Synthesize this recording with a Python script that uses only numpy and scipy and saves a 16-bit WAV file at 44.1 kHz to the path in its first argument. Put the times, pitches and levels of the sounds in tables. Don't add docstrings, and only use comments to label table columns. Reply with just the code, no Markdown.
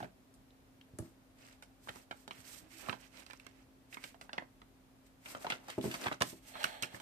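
import sys
import numpy as np
from scipy import signal
from scipy.fft import rfft, irfft, next_fast_len
from scipy.io import wavfile

SR = 44100
rng = np.random.default_rng(int(sys.argv[2]) if len(sys.argv) > 2 else 0)


def unload_wav(signal):
    wavfile.write(
        sys.argv[1],
        SR,
        np.round(np.clip(np.atleast_2d(signal).T, -1, 1) * 32767).astype(np.int16),
    )


N = 309141
TIME = np.arange(N) / SR

# (time [s], level of the paper sound [dB], note of the free patch [Hz],
# ring of that note [dB], low flap over the crack [dB], bright tick over the crack [dB],
# flutter after it, before each layer's own offset [dB])
PAPER_SNAPS = [(0.003, -45.5, 754, 7, 19, 0, 8), (0.027, -44, 643, 13, 14, -19, 6),
               (0.044, -49.5, 626, 1, 19, -8, -1), (0.34, -68, 10100, 12, -6, 15, 6),
               (0.505, -73, 3900, 15, -14, -6, 0), (0.812, -62.5, 3100, 7, -19, -14, -14),
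               (0.987, -49, 10500, 22, 16, 18.5, -4), (1.624, -54, 2480, 10, 2.5, -0.5, 11),
               (1.873, -53.5, 1010, -12, 17, -9, 6), (1.886, -45.5, 1540, -20, 6, -19, 6),
               (1.891, -46, 1930, -1, -6, -10.5, -7), (1.957, -55, 870, 17, 19, 6, -12),
               (2.11, -42.5, 2330, -1, 3.5, -15, 11), (2.278, -51, 3460, 8, 2.5, -1, -7),
               (2.309, -45.5, 2500, -1, -4, -19, -4), (2.886, -40.5, 1150, 10, 9, -29, -5),
               (2.895, -37, 2420, 2, 1.5, -24, -14), (2.928, -41.5, 1060, 7, 6.5, -27, -15),
               (3.221, -62.5, 1590, -1, -4, -8, -10), (3.264, -56.5, 4500, 5, -3, -1, -6),
               (3.3, -53.5, 2150, 6, 9, -2, -2), (3.308, -52, 2230, 4, -20, -14, -12),
               (3.333, -53, 2300, -8, 1, -6.5, -17), (3.398, -57.5, 2400, 8, -18, -8, 3),
               (3.466, -52.5, 2190, 6, 5, -2.5, -27), (3.927, -53, 2120, 20, -13, -10, 13),
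               (3.943, -50, 2030, 22, -16, -8, -19), (3.97, -47.5, 2120, 14, 7, -28, -3),
               (4.039, -45.5, 2830, -21, -8, -10, -2), (4.144, -58, 666, 11, 11, -11, 5),
               (4.212, -51.5, 2530, 8, 5.5, 1.5, 2), (4.293, -51.5, 1550, 11, 8, -27, -6),
               (4.331, -45, 5000, 11, 0.5, -11, -2), (4.38, -37, 2010, 7, 1.5, -29, -3),
               (4.422, -51.5, 1120, -15, 23, -24, -1), (4.617, -58.5, 1460, -11, 5.5, -15, -14),
               (5.258, -50, 2540, 29, -5, -28, -2), (5.349, -44.5, 1350, 0, 6.5, -31, 3),
               (5.445, -40.5, 686, 14, 16, -14, 5), (5.467, -39.5, 900, 11, 4, -25, -10),
               (5.501, -35.5, 2650, -8, -5, -13.5, 9), (5.521, -37, 1550, 2, -3.5, -28, -2),
               (5.683, -47.5, 810, 1, 16, 6, 14), (5.7, -47, 3280, 5, -6, -5, 0),
               (5.812, -53.5, 3530, 10, -17, -6, -10), (5.913, -45.5, 2970, -3, -20, -6.5, 13),
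               (5.941, -41, 2660, 1, 1.5, -4, 16), (6.06, -37.5, 1030, -13, 8.5, -14, 9),
               (6.067, -35, 850, -6, 4, -23, 6), (6.082, -41, 1630, 20, -3, -22, -16),
               (6.114, -38, 1430, -14, 17, -27, 8), (6.126, -45, 1130, 0, -5, -11.5, -3),
               (6.206, -45, 980, 15, -2, -2, 2), (6.211, -33, 1040, -5, 5, -12, 1),
               (6.22, -29.5, 825, 12, -4.5, -3.5, -10.5), (6.554, -48, 1170, 3, 10, -32, 5),
               (6.631, -46, 3170, 7, -13, 0, 8), (6.641, -30, 1540, 2, -25, -10.5, -8),
               (6.652, -43.5, 2100, 12, 3, -15, 7), (6.824, -38.5, 6490, -19, -6.5, 2, 7),
               (6.833, -36.5, 2390, 4, -6.5, -12, 9), (6.945, -49, 2080, 14, 9, -3, -2),
               (7.0, -50, 880, 12, 3.5, -2.5, 10)]
AIR_DB, AIR_PER_FLAP = -13.5, 0.33

# (start [s], length [s], friction [dB], hiss over friction [dB],
# flexing of the sheet over friction [dB]); sliding() then trims each layer a little
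FINGER_STROKES = [(0.005, 0.036, -58.5, -4.5, -2), (1.0, 0.087, -74.5, 9.5, 10),
                  (1.385, 0.15, -64, -2.5, -2), (1.835, 0.064, -72, 9.5, -8), (1.91, 0.099, -62.5, 3, 1.5),
                  (2.14, 0.098, -72, 5, 1.5), (2.33, 0.1, -62, 0.5, -2.5), (2.45, 0.14, -58.5, 6, -4),
                  (2.6, 0.078, -70, -4, 5), (2.713, 0.052, -56.5, -0.5, -10),
                  (2.786, 0.043, -54.5, 4.5, -4), (2.834, .11, -54, -6.5, 5), (2.998, .07, -60.5, -3.5, -4),
                  (3.139, 0.088, -57.5, -4, -2), (3.28, 0.095, -65, -5.5, -14), (3.41, 0.1, -67.5, -17, -2),
                  (3.54, 0.087, -71, -8, -1), (3.932, 0.02, -58, 4, -2), (4.008, 0.095, -58.5, -0.5, -9),
                  (4.22, 0.042, -72, 1, 10), (4.34, 0.083, -66.5, -20, 10), (5.06, 0.014, -71.5, 3, -6),
                  (5.259, 0.075, -55, 3, 0), (5.355, 0.033, -62.5, -7, 13), (5.415, 0.021, -56.5, 4, 3.5),
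                  (5.45, 0.11, -54, -7.5, 3.5), (5.58, 0.13, -70, -2.5, 9), (5.689, 0.052, -52, -6.5, -4.5),
                  (5.78, 0.01, -56.5, -3, 0), (5.831, 0.051, -52.5, 4, 0), (5.9, 0.087, -52, 1.5, 2.5),
                  (6.015, 0.054, -46.5, 0, 4), (6.105, 0.046, -56.5, -9, -2),
                  (6.245, 0.078, -57.5, 5.5, -2.5), (6.33, 0.064, -71.5, 5.5, -4),
                  (6.448, 0.069, -61, 4.5, -3.5), (6.59, 0.12, -54.5, -2, -1), (6.93, 0.053, -59.5, 0.5, 5)]
LAND_S, LIFT_S, SWELL_DB, FASTEST_SHARE = 0.017, 0.026, 4.5, 0.6
# (frequency [Hz], level [dB])
HISS_TONE = [(3000, -9), (5000, -7), (7000, -6.5), (8400, -2), (10000, -12), (12500, -6.5), (15000, -15.5)]
# (frequency [Hz], level [dB])
GRIT_TONE = [(900, -29), (1500, -5.5), (2100, 0), (2700, -1), (3600, -9.5), (5000, -11), (7000, -17)]
# (frequency [Hz], level [dB])
FLEX_TONE = [(200, 5.5), (420, 1), (680, 4), (1000, -0.5), (1400, -3.5), (2200, -27)]
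# (start [s], length [s], slip rate [Hz], level [dB])
FINGER_JUDDER = [(2.606, 0.07, 308, -63), (2.736, 0.067, 322, -62.5)]

# (frequency [Hz], width [Hz], level [dB])
BACKING_RINGS = [(630, 125, 4), (876, 65, 5), (1210, 100, -5.5), (1640, 120, 1.5), (2030, 620, -5),
                 (3280, 330, -3.5), (3860, 210, -6), (4340, 72, 0)]
PEEL_START_S, PEEL_END_S, PEEL_ATTACK_S, PEEL_RELEASE_S = 6.565, 6.85, 0.036, 0.16
PEEL_DB, PEEL_SAG_DB_PER_S = -49, 14

# (time [s], level [dB], contact cutoff, low is soft [Hz])
HAND_BUMPS = [(0.02, -48, 169), (0.044, -55, 200), (0.387, -65, 70), (0.935, -54.5, 70), (0.989, -44, 600),
              (0.997, -42.5, 65), (1.025, -49, 250), (1.89, -55.5, 109), (2.278, -55, 700),
              (2.388, -60.5, 100), (2.623, -61, 200), (2.89, -45, 186), (5.78, -33.5, 604),
              (5.841, -38, 990), (5.854, -34.5, 403), (5.878, -42, 400), (6.063, -46, 100),
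              (6.211, -40, 95), (6.328, -50.5, 600), (6.824, -51.5, 150), (6.94, -51.5, 150)]
# (frequency [Hz], level [dB], time to fade by 60 dB [s])
TABLE_MODES = [(88, -37, 0.7), (129.4, -11, 0.23), (180, -10.5, 0.35), (217.4, -7, 0.17),
               (257.6, -0.5, 0.23), (331.8, -1, 0.2), (362, -3.5, 0.13), (399, -0.5, 0.15), (630, -2, 0.12),
               (861, -0.5, 0.065), (1040, -8, .1), (1170, -16.5, 0.092)]

# (time [s], lag of the left microphone [samples], left minus right [dB])
HAND_PLACES = [(0, 15, -3), (.4, 5, 1), (1, -7, 2), (1.4, 18, -3), (2.2, 17, -5), (2.9, 16, -10.5),
               (3.4, 16, -8), (4.1, 18, -4.5), (5.3, 11, -.5), (6.05, 10, -1.5), (6.25, 14, -3),
               (6.6, 16, -4.5), (7, 16, -4)]

# (frequency [Hz], relative density [dB per Hz])
AIR_TONE = [(20, -31), (35, -13), (48, -8.5), (62, -12), (120, -12), (170, -14.5), (205, -14), (262, -10.5),
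            (310, -16.5), (450, -19.5), (640, -20.5), (1050, -27), (6400, -39.5), (15000, -41.5)]
# (frequency, about which it drifts [Hz], level [dB])
HUM_TONES = [(48.4, -79), (119.5, -78), (263, -69)]
ROOM_DB = -66.5
TOP_HZ = 14800


def snaps(scatter=0.93):
    times, lags, _ = np.transpose(HAND_PLACES)
    out = np.zeros((2, N))
    for time, level_db, ring_hz, ring_db, flap_db, tick_db, flutter_db in PAPER_SNAPS:
        air_db = AIR_DB + AIR_PER_FLAP * flap_db
        straight, left, right = snap(ring_hz, ring_db, air_db, flap_db, tick_db, flutter_db)
        lag = int(np.interp(time, times, lags))
        pair = np.array([np.pad(straight, (max(delay, 0), 0))[:len(straight)] for delay in (lag, -lag)])
        pair = pair + scatter * np.array([left, right])
        pair = pair * np.std(straight) / np.std(pair, axis=1, keepdims=True)
        add(out, time, undb(level_db) * pair)
    return out


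def snap(ring_hz, ring_db, air_db, flap_db, tick_db, flutter_db, ring_q=6, bounce=0.53):
    t = np.arange(int(.16 * SR)) / SR
    gap = int(rng.uniform(.0007, 0.001943) * SR)

    def even(x):
        return x / np.sqrt(np.mean(x[:, t < .02] ** 2, axis=1, keepdims=True))

    def ringing(x):
        x = x + undb(ring_db) * resonate(x, ring_hz, ring_hz / ring_q)
        return x + bounce * np.pad(x, ((0, 0), (gap, 0)))[:, :len(t)]

    crack = band(buckle(t, 0.0027, 0.0093, flutter_db - 5.5, -15.0), 1300, 3730)
    crack = even(ringing(crack))
    flap = band(buckle(t, 0.00089, 0.011, flutter_db, -7), 456, 1674)
    flap = even(ringing(flap))
    tick = band(buckle(t, 0.0022, 0.017, flutter_db - 4.0, -2), 4130, 19845)
    tick = band(tick, 2300, 6100, order=1)
    tick = even(ringing(tick + 0.63 * resonate(tick, 8520, 910)))
    air = even(band(buckle(t, 0.0046, 0.027, -9, -9), 117, 458))
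    paper = even(crack + undb(flap_db) * flap + undb(tick_db) * tick)
    return paper + undb(air_db) * air


def buckle(t, fast_s, slow_s, tail_db, crack_db):
    envelope = np.exp(-t / fast_s) + undb(tail_db) * np.exp(-t / slow_s)
    kinks = np.interp(t * 600, np.arange(len(t)), rng.standard_normal(len(t)))
    burst = rng.standard_normal((3, len(t))) * envelope * undb(2.7 * kinks)
    burst[0, 0] += undb(crack_db) * np.sqrt(np.sum(burst[0] ** 2))
    return burst


def sliding(grit_gain, hiss_gain, flex_gain, hiss_db=-1, grit_db=-1.0, flex_db=-2.0):
    brush = friction(grain_db=-3.0, slips_per_s=4000, waver_db=2.0)
    hiss = undb(hiss_db) * hiss_gain * unit(colour(brush, HISS_TONE))
    drag = friction(grain_db=3.5, slips_per_s=1500, waver_db=0.8)
    grit = undb(grit_db) * grit_gain * unit(colour(drag, GRIT_TONE))
    flex = undb(flex_db) * flex_gain * unit(colour(drag, FLEX_TONE))
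    return microphones(hiss + grit + flex, shared=0.11)


def friction(grain_db, slips_per_s, waver_db):
    happens = rng.random(N) < slips_per_s / SR
    size = undb(grain_db * np.minimum(rng.exponential(size=N), 4))
    grit = unit(happens * size * rng.standard_normal((3, N)))
    return (rng.standard_normal((3, N)) + 0.52 * grit) * undb(waver_db * walk(70))


def rubbing():
    rows = np.array(FINGER_STROKES)
    power = np.array([stroke(start, length) * undb(db) for start, length, db in rows[:, :3]]) ** 2
    grit_power = power.sum(0)
    hiss_power = undb(rows[:, 3]) ** 2 @ power
    flex_power = undb(rows[:, 4]) ** 2 @ power
    return np.sqrt([grit_power, hiss_power, flex_power])


def stroke(start_s, length_s):
    end_s = start_s + length_s
    fastest_s = start_s + FASTEST_SHARE * length_s
    speed = np.sin(np.pi / 2 * np.interp(TIME, [start_s, fastest_s, end_s], [0, 1, 0]))
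    return gate(start_s, end_s, LAND_S, LIFT_S) * undb(SWELL_DB * (speed - 1))


def crinkles(grit_gain, kinks_per_s=190, size_db=4.0, level_db=-5):
    t = np.arange(int(.015 * SR)) / SR
    out = np.zeros((3, N))
    for when, size, note in rng.random((int(kinks_per_s * N / SR), 3)):
        kink = resonate(buckle(t, 0.00055, 0.0017, -9, -15.5), 1300 * 6 ** note, 1100)
        kink_db = -size_db * np.log(1 - .95 * size)
        add(out, when * N / SR, undb(kink_db) * unit(kink))
    out = unit(band(out, 700, 11000, order=2))
    return microphones(undb(level_db) * grit_gain * out, shared=0.39)


def judder(jitter=0.0297, octave_db=-12):
    out = 0
    for start, length, hz, db in FINGER_JUDDER:
        phase = 2 * np.pi * np.cumsum(hz * (1 + jitter * walk(120))) / SR
        tone = unit(np.sin(phase) + undb(octave_db) * np.sin(2 * phase))
        out = out + undb(db) * stroke(start, length) * tone
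    return out * undb(2 * walk(39.9))


def peeling(hiss_db=-14, edge_hz=4600):
    slips = friction(grain_db=1.5, slips_per_s=2800, waver_db=2)
    rasp = 0
    for k, (hz, width_hz, db) in enumerate(BACKING_RINGS):
        rasp = rasp + (-1) ** k * undb(db) * resonate(slips, hz, width_hz)
    rasp = band(rasp, 370, edge_hz, order=6)
    hiss = colour(slips, HISS_TONE)
    pull = gate(PEEL_START_S, PEEL_END_S, PEEL_ATTACK_S, PEEL_RELEASE_S)
    pull = pull * undb(PEEL_DB - PEEL_SAG_DB_PER_S * np.maximum(TIME - PEEL_START_S, 0))
    return microphones(pull * (unit(rasp) + undb(hiss_db) * unit(hiss)), shared=0.39)


def bumps(thud_db=-14, pan_db=-1.0, scatter=0.67, low_hz=92):
    t = np.arange(int(.35 * SR)) / SR
    hz, db, t60 = np.transpose(TABLE_MODES)[:, :, None]
    out = np.zeros((2, N))
    for start, level_db, contact_hz in HAND_BUMPS:
        detune, spot = rng.standard_normal((2, len(TABLE_MODES), 1))
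        tones = np.sin(2 * np.pi * hz * (1 + .015 * detune) * t)
        modes = undb(db + 1.5 * spot) * tones * 1000 ** (-t / t60)
        thud = band(rng.standard_normal((3, len(t))) * np.exp(-t / 0.012), 110, 810, order=2)
        blow = unit(modes.sum(0)) + undb(thud_db) * unit(thud[0]) + scatter * unit(thud[1:])
        blow = signal.sosfilt(signal.butter(2, contact_hz, fs=SR, output='sos'), blow)
        blow = signal.sosfilt(signal.butter(4, low_hz, 'high', fs=SR, output='sos'), blow)
        blow = blow / np.std(blow[:, t < .02])
        add(out, start, -undb(level_db) * sides(pan_db) * blow)
    return out


def reflections(x, wet_db=-14, t60=0.22):
    t = np.arange(int(.4 * SR)) / SR
    fade = np.exp(-np.log(1000) * t / t60) * (1 - np.exp(-(t / 0.001) ** 2))
    tail = rng.standard_normal((2, len(t))) * fade
    tail /= np.sqrt(np.sum(tail ** 2, axis=1, keepdims=True))
    tail = band(tail, 140, 8100, order=1)
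    return undb(wet_db) * signal.fftconvolve(x, tail, axes=1)[:, :N]


def room_tone(wide_hz=520, hum_drift_hz=1.65):
    mid, side = rng.standard_normal((2, N))
    treble = signal.sosfilt(signal.butter(2, wide_hz, 'high', fs=SR, output='sos'), side)
    side = 0.48 * side + 0.57 * treble
    mid, side = colour(mid, AIR_TONE), colour(side, AIR_TONE)
    air = undb(ROOM_DB) * np.array([mid + side, mid - side]) / np.std(mid)
    hum = 0
    for hz, db in HUM_TONES:
        phase = 2 * np.pi * np.cumsum(hz + hum_drift_hz * walk(24.98)) / SR
        hum = hum + undb(db) * np.sqrt(2) * np.sin(phase)
    return air + hum


def microphones(three, shared):
    times, lags, _ = np.transpose(HAND_PLACES)
    lag = np.round(np.interp(TIME, times, lags))
    left = np.interp(np.arange(N) - lag, np.arange(N), three[0])
    straight = np.array([left, three[0]])
    return np.sqrt(shared) * straight + np.sqrt(1 - shared) * three[1:]


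def sides(pan_db):
    gains = undb(np.array([pan_db, -pan_db]).reshape(2, -1) / 2)
    return gains / np.sqrt(np.mean(gains ** 2, axis=0))


def gate(start_s, end_s, attack_s, release_s):
    before = np.maximum(start_s - TIME, 0)
    after = np.maximum(TIME - end_s, 0)
    return np.exp(-before / attack_s - after / release_s)


def walk(rate):
    knots = rng.standard_normal(int(N / SR * rate) + 2)
    return 1.2 * np.interp(TIME * rate, np.arange(len(knots)), knots)


def colour(x, points):
    hz, db = np.transpose(points)
    size = next_fast_len(N)
    f = np.maximum(np.arange(size // 2 + 1) * SR / size, 1)
    gain = undb(np.interp(np.log(f), np.log(hz), db, left=-70, right=-70))
    return irfft(rfft(x, size) * gain, size)[..., :N]


def band(x, lo_hz, hi_hz, order=3):
    return signal.sosfilt(signal.butter(order, [lo_hz, hi_hz], 'band', fs=SR, output='sos'), x)


def resonate(x, hz, width_hz):
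    return signal.lfilter(*signal.iirpeak(hz, hz / width_hz, fs=SR), x)


def add(out, t, sound):
    i = max(int(t * SR), 0)
    out[..., i:i + sound.shape[-1]] += sound[..., :max(N - i, 0)]


def undb(db):
    return 10 ** (np.asarray(db) / 20)


def unit(x):
    return x / np.sqrt(np.mean(x ** 2) + 1e-30)


def scene():
    times, _, pan_db = np.transpose(HAND_PLACES)
    grit_gain, hiss_gain, flex_gain = rubbing()
    fingers = sliding(grit_gain, hiss_gain, flex_gain) + crinkles(grit_gain) + judder()
    paper = snaps() + fingers + peeling()
    near = paper * sides(np.interp(TIME, times, pan_db)) + bumps()
    return near + reflections(near) + room_tone()


def record(dry):
    return signal.sosfilt(signal.ellip(10, .2, 70, TOP_HZ, fs=SR, output='sos'), dry)


dry = scene()
out = record(dry)
unload_wav(out)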